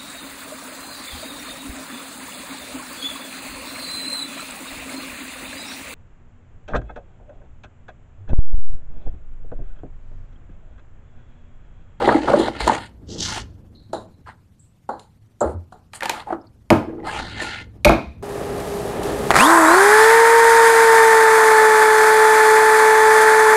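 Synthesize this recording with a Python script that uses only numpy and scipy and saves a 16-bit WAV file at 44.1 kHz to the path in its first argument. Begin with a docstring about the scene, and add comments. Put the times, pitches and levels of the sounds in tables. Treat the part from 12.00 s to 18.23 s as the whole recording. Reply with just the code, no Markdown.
"""Opening a taped cardboard box

A furnished room, one close microphone channel on a flat cardboard box, its echoes faint behind. A blade saws and
slides along the taped seam, hands tap the box and pull the flaps, tape crackles and snaps, two joints pop open.
Noisy contacts ring tuned panels, random clicks make rasp, hiss and rustle, and low sines and modes boom in the
hollow. A limiter holds the loudest pops and a noise suppressor cuts the tails short."""
import sys
import numpy as np
from scipy import signal
from scipy.fft import rfft, irfft
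from scipy.io import wavfile
from scipy.ndimage import uniform_filter1d, minimum_filter1d

SR = 44100
rng = np.random.default_rng(int(sys.argv[2]) if len(sys.argv) > 2 else 0)


def dump_mix(stems):
    """Bounce the given channels to the path in sys.argv[1] as a 16-bit WAV at rate SR."""
    frames = np.atleast_2d(stems).T  # one column per channel
    limited = np.clip(frames, -1, 1)  # hard clip at full scale
    pcm = np.round(limited * 32767).astype(np.int16)
    wavfile.write(sys.argv[1], SR, pcm)


N = 274572

# Strokes of blade, fingers and peeling tape. Each row: start in seconds, length in seconds, attack in seconds,
# panel level in dB, touched panel pitch in Hz, rasp level in dB, bright hiss in dB relative to the rasp,
# fade of the rasp in dB per second (negative grows).
STROKES = [(-.04, 0.22, 0.07, -15.5, 700, -31.5, -20, 14), (0.19, 0.064, 0.029, -29, 490, -37.5, -25.5, -9),
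           (0.247, 0.24, 0.039, -21, 534, -32.5, -18.5, 5), (0.5, 0.25, 0.051, -45, 586, -43, -24, -31.5),
           (0.588, 0.27, 0.015, -37, 840, -31, -16, 45),
           (1.062, 0.15, 0.035, -39.5, 320, -73.5, -28.5, -6.5),
           (1.201, 0.18, 0.026, -52.5, 1110, -40, -12.5, -55),
           (2.256, 0.048, 0.014, -38, 1190, -53.5, -13.5, 37), (3.401, 0.12, 0.043, -42, 1095, -77, 21, 46),
           (3.422, 0.13, 0.035, -31, 270, -81, -26, 36), (3.927, 0.034, 0.023, -51, 887, -42, 3, 38),
           (4.004, 0.2, 0.015, -37.5, 940, -43.5, -15.5, -7),
           (4.253, 0.083, 0.023, -35, 730, -66.5, -3, -26), (4.766, 0.39, 0.014, -31, 360, -88, -36, 6),
           (5.024, 0.16, 0.064, -26, 1480, -30, -15.5, 58),
           (5.137, 0.2, 0.051, -30.5, 820, -32.5, -23.5, 41.5),
           (5.33, 0.28, 0.065, -31, 830, -28, -28, 28.5)]
# The box shifts under the hands. Each row: time in seconds, rumble level in dB.
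HANDLING = [(0, -35), (1.0, -45.5), (1.15, -30.5), (1.38, -35), (1.55, -45), (2.1, -47.5), (2.8, -71.5),
            (3.3, -59), (4.8, -52.5), (5.2, -33), (5.55, -43.5), (6.2, -41.5)]
# Blows on the box. Each row: start in seconds, peak in dB, pitch in Hz of the panels nearest the contact,
# scuff in dB relative to the peak, rattle drive in dB.
BLOWS = [(.072, 0.5, 572, -32, -37), (.088, 1, 950, -37, -37), (.108, -8, 620, -36, -23),
         (.142, -2.5, 305, -39, -39.5), (.275, -6.5, 696, -48, -5), (.332, 2.5, 559, -38, -16),
         (.386, -5.5, 347, -20, -10.5), (.604, -14, 900, -12.5, -14), (.667, -9, 497, -26, -17.5),
         (.676, -3.5, 965, -11, -26), (.694, -1.5, 925, -37.5, -10.5), (1.93, -12.5, 650, -19, -8),
         (2.890, -13.5, 832, -26, -9), (2.995, -54.5, 1265, 18, -12.5), (3.407, -7, 599.4, -30, -1.5),
         (3.722, -32, 742, -17, -12), (5.068, -22, 760, -13, -7), (5.195, -21.5, 846, -16, -37),
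         (5.41, -24, 309, 0.5, -5)]
# The whole box is jolted. Each row: start in seconds, peak in dB, pitch in Hz.
JOLTS = [(0.616, -20.5, 56.5), (1.394, -32.5, 60.74), (3.45, -24.5, 73.7), (3.542, -23, 86.4),
         (4.712, -24, 97), (5.856, -10.5, 52.8), (6.061, -29, 66.5)]
# The blade glides through the tape. Each row: start in seconds, length in seconds, starting level in dB.
GLIDES = [(1.061, 0.54, -34), (1.166, 0.254, -20)]
# Faint thin rustles. Each row: start in seconds, peak in dB, pitch in Hz, time to fall 60 dB in seconds.
RUSTLES = [(1.749, -47.5, 4100, 0.57), (1.945, -34, 3914, 0.22), (2.11, -59, 4100, 0.71),
           (2.5945, -47.5, 7890, 0.36), (2.901, -52, 4205, 0.52), (3.406, -23.5, 7400, 0.077),
           (4.413, -53.5, 5070, 0.028), (4.469, -50.5, 4500, 0.038)]
# Short snaps of tape and stiff board. Each row: start in seconds, peak in dB, panel pitch in Hz,
# scuff in dB relative to the peak, rattle drive in dB.
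SNAPS = [(3.934, -28.5, 1197, 1.5, -13), (4.007, -21, 1820, -3, -40.5), (4.023, -14, 1720, -16, -14),
         (4.031, -18, 895, 1.5, -12), (4.056, -14, 905, -1, -21.5), (4.095, -11, 900, 2, -16),
         (4.303, -14.5, 750, -34, -32), (4.324, -12.5, 634, -30, -24)]
# Taped joints pop open and shake every panel. Each row: start in seconds, peak in dB, panel pitch in Hz,
# scuff in dB relative to the peak, rattle drive in dB.
POPS = [(4.7035, 13.8, 636.5, -7, -24), (5.8475, 11.7, 599, 8.5, -42), (5.864, 4.2, 874, -35, -25.5),
        (5.893, 7.8, 685, -18.5, -16)]

# Modes of the cardboard panels. Each row: frequency in Hz, level in dB.
PANELS = [(185, -8.5), (262, 3.5), (305, 14), (352, 10), (420, 5.5), (480, 8), (555, 5.5), (630, 4.5),
          (793, 8), (858, 12), (1030, 5), (1260, 9.5), (1390, 7), (1640, 10.5), (1960, 12), (2380, -16.5)]
# Thin panels that sing under a stroke. Each entry: frequency in Hz.
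RUBBED_HZ = [867, 1404, 1788, 2050]
# Air modes of the hollow box. Each entry: frequency in Hz.
HOLLOW_HZ = [61, 79.7, 105.9]
# Spectrum of tearing fibres. Each row: frequency in Hz, level in dB per Hz.
FIBRES = [(710, -30.5), (1200, -38), (1390, -4), (1550, -14), (2190, -13.5), (4220, -14), (5380, -27.5),
          (7310, -27), (9230, -23), (10400, -34.5), (13800, -31.5), (14500, -39.5), (15000, -70.5)]
# Treble resonances of the microphone, heard in the scuffs. Each row: frequency in Hz, level in dB.
MIC_TREBLE = [(3000, -9), (4150, 1.5), (7200, -1.5), (9400, -4)]
# Spectrum of slit tape. Each row: frequency in Hz, level in dB per Hz.
SLIT_TAPE = [(2400, -23.5), (2900, -2.5), (6200, -0.5), (7700, -9.5), (8400, -20.5), (14000, -44)]
# Spectrum of the tape in snaps and pops. Each row: frequency in Hz, level in dB per Hz.
SNAPPED_TAPE = [(900, -12.5), (2200, 15.5), (5500, 1.5), (13800, -7), (15000, -50.5)]
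# Echoes of the room. Each row: band frequency in Hz, time to fall 60 dB in seconds, echo level in dB.
ROOM = [(108.8, 0.3, -20.5), (504, 0.3, -31.5), (2260, 0.4, -28), (6555, 0.21, -28)]
# Spectrum of the quiet air. Each row: frequency in Hz, level in dB per Hz.
AIR = [(59, -3), (100, 3), (229, -11), (416, -25), (759, -27), (14000, -39)]
# Threshold of the noise suppressor. Each row: frequency in Hz, level in dB per bin.
HUSH_BELOW = [(60, -56.5), (500, -87), (2000, -88), (14000, -94.5)]

STRUCK_CYCLES, RUBBED_CYCLES, TOUCHED_CYCLES = 12, 30, 34   # cycles in which a panel falls 60 dB
TOUCHED_DB = 10   # extra ring of the touched panel itself
# How far in octaves a contact spreads from its nearest panel, and the least that any panel is driven.
BLOW_OCTAVES, POP_OCTAVES, SNAP_OCTAVES, STROKE_OCTAVES = 0.77, 1.9, 0.69, 0.61
REACH_FLOOR_DB = -24
# Contact lengths hold at CONTACT_HZ; stiffer, higher panels throw the contact off sooner.
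CONTACT_S, SNAP_CONTACT_S, CONTACT_HZ, CONTACT_LAW = 0.012, 0.0071, 569.6, 0.63
STRENGTH_SPREAD_DB = 4.0   # no two contacts ring the panels alike
PANEL_TOP_HZ = 1605   # struck board moves little air above this
PANEL_FADE, HISS_FADE = 2.2, 0.9   # dB lost by panels and by hiss for each dB the rasp fades
STROKE_RELEASE_S = 0.018
COARSE_SPREAD_DB, RASP_FLICKER_DB = 4.0, 1.2   # unevenness of coarse grains, flicker of the rasp
WANDER_DB = 4.0   # each rubbed panel swells and sinks as the contact travels
PATCH_DB = 3.0   # the rasp's colour wanders band by band
PATCH_HZ = np.geomspace(1000, 7400, num=11)   # edges of those bands
GLIDE_ATTACK_S, GLIDE_RELEASE_S, GLIDE_FADE_DB_PER_S = 0.061, 0.0089, 95.5
AIR_DB, HUSH_DEPTH_DB, CUTOFF_HZ = -53, -12, 15612


def from_db(db):
    """Decibels to gain."""
    return np.exp(np.asarray(db) * (np.log(10) / 20))


def rms_one(x):
    """Scale to rms 1."""
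    return x / np.sqrt(np.mean(x ** 2) + 1e-20)


def peak_one(x):
    """Scale to peak 1."""
    return x / (np.abs(x).max() + 1e-20)


def colour(x, spectrum):
    """Shape x by a table of dB per Hz, straight between points in log frequency."""
    hz, db = np.transpose(spectrum)
    grid = np.maximum(np.fft.rfftfreq(len(x), 1 / SR), 1)
    gain = from_db(np.interp(np.log(grid), np.log(hz), db))
    return irfft(rfft(x) * gain, len(x))


def band(x, low_hz, high_hz):
    """Band-pass."""
    return signal.sosfilt(signal.butter(2, [low_hz, high_hz], "band", fs=SR, output="sos"), x)


def ring(force, hz, t60):
    """A damped mode: a unit click sets a sine of height 1 ringing, 60 dB down after t60 seconds."""
    radius, angle = from_db(-60 / (t60 * SR)), 2 * np.pi * hz / SR
    return signal.lfilter([0, np.sin(angle)], [1, -2 * radius * np.cos(angle), radius ** 2], force + 1e-18)


def grains(per_s, spread_db, size=N):
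    """Random clicks of uneven size and either sign."""
    sizes = from_db(spread_db * np.minimum(rng.exponential(1, size), 5)) * rng.choice([-1, 1], size)
    return sizes * (rng.random(size) < per_s / SR)


def flicker(low_hz, high_hz):
    """Slow random wander of rms 1."""
    return rms_one(band(rng.standard_normal(N), low_hz, high_hz))


def reach(hz, contact_hz, octaves):
    """Panels tuned near the touched one are driven hardest."""
    return np.exp(-.5 * (np.log2(hz / contact_hz) / octaves) ** 2) + from_db(REACH_FLOOR_DB)


def held(s, length, attack, release):
    """Gain that rises, holds and dies away, with the time since its start, stopped at its length."""
    t = np.arange(N) / SR - s
    gain = np.clip(t / attack, 0, 1) ** 2 * np.exp(-np.maximum(t - length, 0) / release)
    return gain, np.clip(t, 0, length)


def add(out, s, x):
    """Mix x into out from time s."""
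    i = round(s * SR)
    out[i:i + len(x)] += x[:N - i]


def stroke_controls():
    """Each stroke bites, fades or grows, then lets go: panel gain, pitch touched, rasp gain and hiss gain."""
    panel, rasp, hiss, pitch = np.full((4, N), 1e-12)
    for s, length, attack, panel_db, hz, rasp_db, bright_db, fade in STROKES:
        gain, t = held(s, length, attack, STROKE_RELEASE_S)
        here = gain * from_db(panel_db - PANEL_FADE * fade * t)
        panel = panel + here
        pitch = pitch + here * hz
        rasp = rasp + gain * from_db(rasp_db - fade * t)
        hiss = hiss + gain * from_db(rasp_db + bright_db - HISS_FADE * fade * t)
    # overlapping strokes share one pitch, weighted by their panel gain
    return panel, np.maximum(pitch / panel, 1), rasp, hiss


def patchy(x):
    """Each band swells and sinks in its own time as the contact moves over the board."""
    out = np.zeros(N)
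    for k, (low, high) in enumerate(zip(PATCH_HZ, PATCH_HZ[1:])):
        sign = (-1) ** k   # neighbouring bands alternate
        out += sign * band(x, low, high) * from_db(PATCH_DB * flicker(1, 6))
    return out


def rubbed_panels(contact_hz):
    """Coarse grains ring the panels, those near the touched pitch most, at a steady overall level."""
    weights = [from_db(db + WANDER_DB * flicker(3.0, 17)) * reach(hz, contact_hz, STROKE_OCTAVES)
               for hz, db in PANELS]
    total = np.sqrt(sum(w ** 2 for w in weights))
    out = np.zeros(N)
    for weight, (hz, _) in zip(weights, PANELS):
        out += weight * rms_one(ring(grains(900, COARSE_SPREAD_DB), hz, RUBBED_CYCLES / hz))
    return out / total


def strokes():
    """Fibres snap in dense grains: coarse ones ring the panels, fine ones rasp and hiss."""
    panel_gain, contact_hz, rasp_gain, hiss_gain = stroke_controls()
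    judder_db = 1.5 * flicker(15, 90)   # the contact sticks and slips
    panels = rubbed_panels(contact_hz)
    fine = colour(grains(5000, 0.59), FIBRES)
    singing = sum(rms_one(ring(fine, hz, 0.06)) * from_db(WANDER_DB * flicker(2, 9)) for hz in RUBBED_HZ)
    rasp = rms_one(rms_one(patchy(fine)) + 0.65 * rms_one(singing))
    rasp = rasp * from_db(RASP_FLICKER_DB * flicker(21, 60))
    hiss = rms_one(band(fine, 6900, 11000)) * from_db(0.5 * flicker(24, 40))
    return from_db(judder_db) * (panel_gain * panels + rasp_gain * rasp + hiss_gain * hiss)


def handling():
    """Lumpy pushes of the hands keep the hollow and the lowest panels murmuring."""
    push = rng.standard_normal(N) * from_db(np.clip(2.5 * flicker(3, 15), -5, 5))
    boom = sum(ring(push, hz, 0.79) for hz in HOLLOW_HZ)
    low_panels = band(push, 70, 250)
    s, rumble_db = np.transpose(HANDLING)
    level = from_db(np.interp(np.arange(N) / SR, s, rumble_db))
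    return level * (rms_one(boom) + from_db(-3.5) * rms_one(low_panels))


def quiet_air():
    """Steady coloured noise lies under everything, its level flickering slightly."""
    level = from_db(AIR_DB + 0.8 * flicker(6.9, 21.0))
    return level * rms_one(colour(rng.standard_normal(N), AIR))


def room(x):
    """Diffuse echoes after a first gap, dying band by band."""
    t = np.arange(SR // 2) / SR
    tail = np.zeros(len(t))
    for hz, t60, db in ROOM:
        echo = band(rng.standard_normal(len(t)), 0.29 * hz, min(2.31 * hz, 15000)) * from_db(-60 * t / t60)
        tail += from_db(db) * echo / np.linalg.norm(echo)
    gap = np.zeros(round(0.0053 * SR))
    return signal.fftconvolve(x, np.concatenate([gap, tail]))[:N]


def knock_panels(force, hz, octaves):
    """One force a panel rings the modes near the contact, and the touched panel rings on."""
    knock = from_db(TOUCHED_DB) * ring(force[0], hz, TOUCHED_CYCLES / hz)
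    for push, (mode_hz, db) in zip(force, PANELS):
        drive = from_db(db) * reach(mode_hz, hz, octaves) * np.sqrt(mode_hz / hz)
        knock = knock + drive * ring(push, mode_hz, STRUCK_CYCLES / mode_hz)
    for twice in range(2):   # little air moves far from the pitch of the contact
        knock = band(knock, 0.32 * hz / (1 + octaves), 5.2 * hz * (1 + octaves))
    top = signal.butter(8, max(PANEL_TOP_HZ, 2.0 * hz), fs=SR, output="sos")
    return signal.sosfilt(top, knock)


def blows(rows, octaves, grit, contact_s, tick):
    """Each contact is a short force, then the flaps rattle on: both ring the panels and scuff the surface."""
    out, t = np.zeros(N), np.arange(SR // 4) / SR
    for s, peak_db, hz, scuff_db, rattle_db in rows:
        phase = t / (contact_s * (CONTACT_HZ / hz) ** CONTACT_LAW)   # 1 when the contact ends
        # low panels swell, high ones snap
        contact = phase ** (.5 * (CONTACT_HZ / hz) ** 2) * np.clip(1 - phase, 0, 1)
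        rattle = from_db(rattle_db) * np.minimum(phase, 1) * np.exp(-t / 0.055) * (1 - t / t[-1])
        shape = contact + rattle
        # the contact slips in step with the touched panel
        slips = 0.15 * contact * (np.sin(2 * np.pi * hz * t) + 0.6 * np.sin(4 * np.pi * hz * t))
        force = rng.standard_normal((len(PANELS), len(t))) * shape + slips
        force = force * from_db(STRENGTH_SPREAD_DB * rng.standard_normal((len(PANELS), 1)))
        knock = knock_panels(force, hz, octaves)
        start = rng.integers(N - len(t))   # a random stretch of grit for each contact
        scuff = grit[start:start + len(t)] * (shape + tick * np.exp(-t / 0.0024))
        add(out, s, from_db(peak_db) * (peak_one(knock) + from_db(scuff_db) * peak_one(scuff)))
    return out


def jolts():
    """A soft push rocks the box and the air in it swells to a boom."""
    out, t = np.zeros(N), np.arange(SR // 2) / SR
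    for s, peak_db, hz in JOLTS:
        boom = t * np.exp(-t / 0.022) * np.sin(2 * np.pi * hz * t)
        add(out, s, from_db(peak_db) * peak_one(boom))
    return out


def glide():
    """The tape parts under the blade in very dense fine clicks, a bright hiss."""
    level = np.zeros(N)
    for s, length, db in GLIDES:
        gain, t = held(s, length, GLIDE_ATTACK_S, GLIDE_RELEASE_S)
        level += gain * from_db(db - GLIDE_FADE_DB_PER_S * t)
    hiss = rms_one(colour(grains(12000, 0.67), SLIT_TAPE))
    return level * from_db(2.3 * flicker(13, 120)) * hiss


def rustles():
    """Short sprays of fine clicks in a narrow high band."""
    out, t = np.zeros(N), np.arange(SR // 4) / SR
    for s, peak_db, hz, t60 in RUSTLES:
        spray = band(grains(4500, 3.3, size=len(t)), 0.95 * hz, 1.044 * hz)
        spray = spray * from_db(-60 * t / max(t60, .01))
        add(out, s, from_db(peak_db) * peak_one(spray))
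    return out


def hush(x):
    """A noise suppressor turns down every band that sinks under its threshold, cutting tails short."""
    hz, _, bins = signal.stft(x, SR, nperseg=512)
    power = uniform_filter1d(np.abs(bins) ** 2, size=7, axis=-2)   # smooth over frequency
    power = uniform_filter1d(power, size=3, axis=-1)   # and over time
    edge_hz, edge_db = np.transpose(HUSH_BELOW)
    threshold = from_db(2 * np.interp(np.log(hz + 1), np.log(edge_hz), edge_db))   # as power
    over = (power / threshold[:, None]) ** 2
    gain = (over + from_db(HUSH_DEPTH_DB)) / (over + 1)
    return signal.istft(bins * gain, SR, nperseg=512)[1][..., :N]


def scene():
    """The box under blade and hands, its echoes in the room and a quiet air."""
    scuffs = sum(from_db(db) * rms_one(ring(rng.standard_normal(N), hz, 0.0048)) for hz, db in MIC_TREBLE)
    scuffs = band(scuffs, 1100, 12000)
    tape = colour(rng.standard_normal(N), SNAPPED_TAPE)
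    box = strokes() + glide() + rustles()
    box = box + blows(BLOWS, BLOW_OCTAVES, scuffs, CONTACT_S, tick=0.24)
    box = box + blows(SNAPS, SNAP_OCTAVES, tape + 0.34 * scuffs, SNAP_CONTACT_S, tick=0.41)
    box = box + blows(POPS, POP_OCTAVES, tape, CONTACT_S, tick=1.0)
    return (box + room(box) + jolts() + handling() + quiet_air())[None]


def record(dry):
    """A quick limiter holds the peaks, faint sound is hushed, the top is cut."""
    headroom = np.minimum(1, .97 / (np.abs(dry) + 1e-9))
    gain = uniform_filter1d(minimum_filter1d(headroom, size=201), size=101)
    low_pass = signal.cheby2(12, 70, CUTOFF_HZ, fs=SR, output="sos")
    return signal.sosfilt(low_pass, hush(gain * dry))


dry = scene()
out = record(dry)
dump_mix(out)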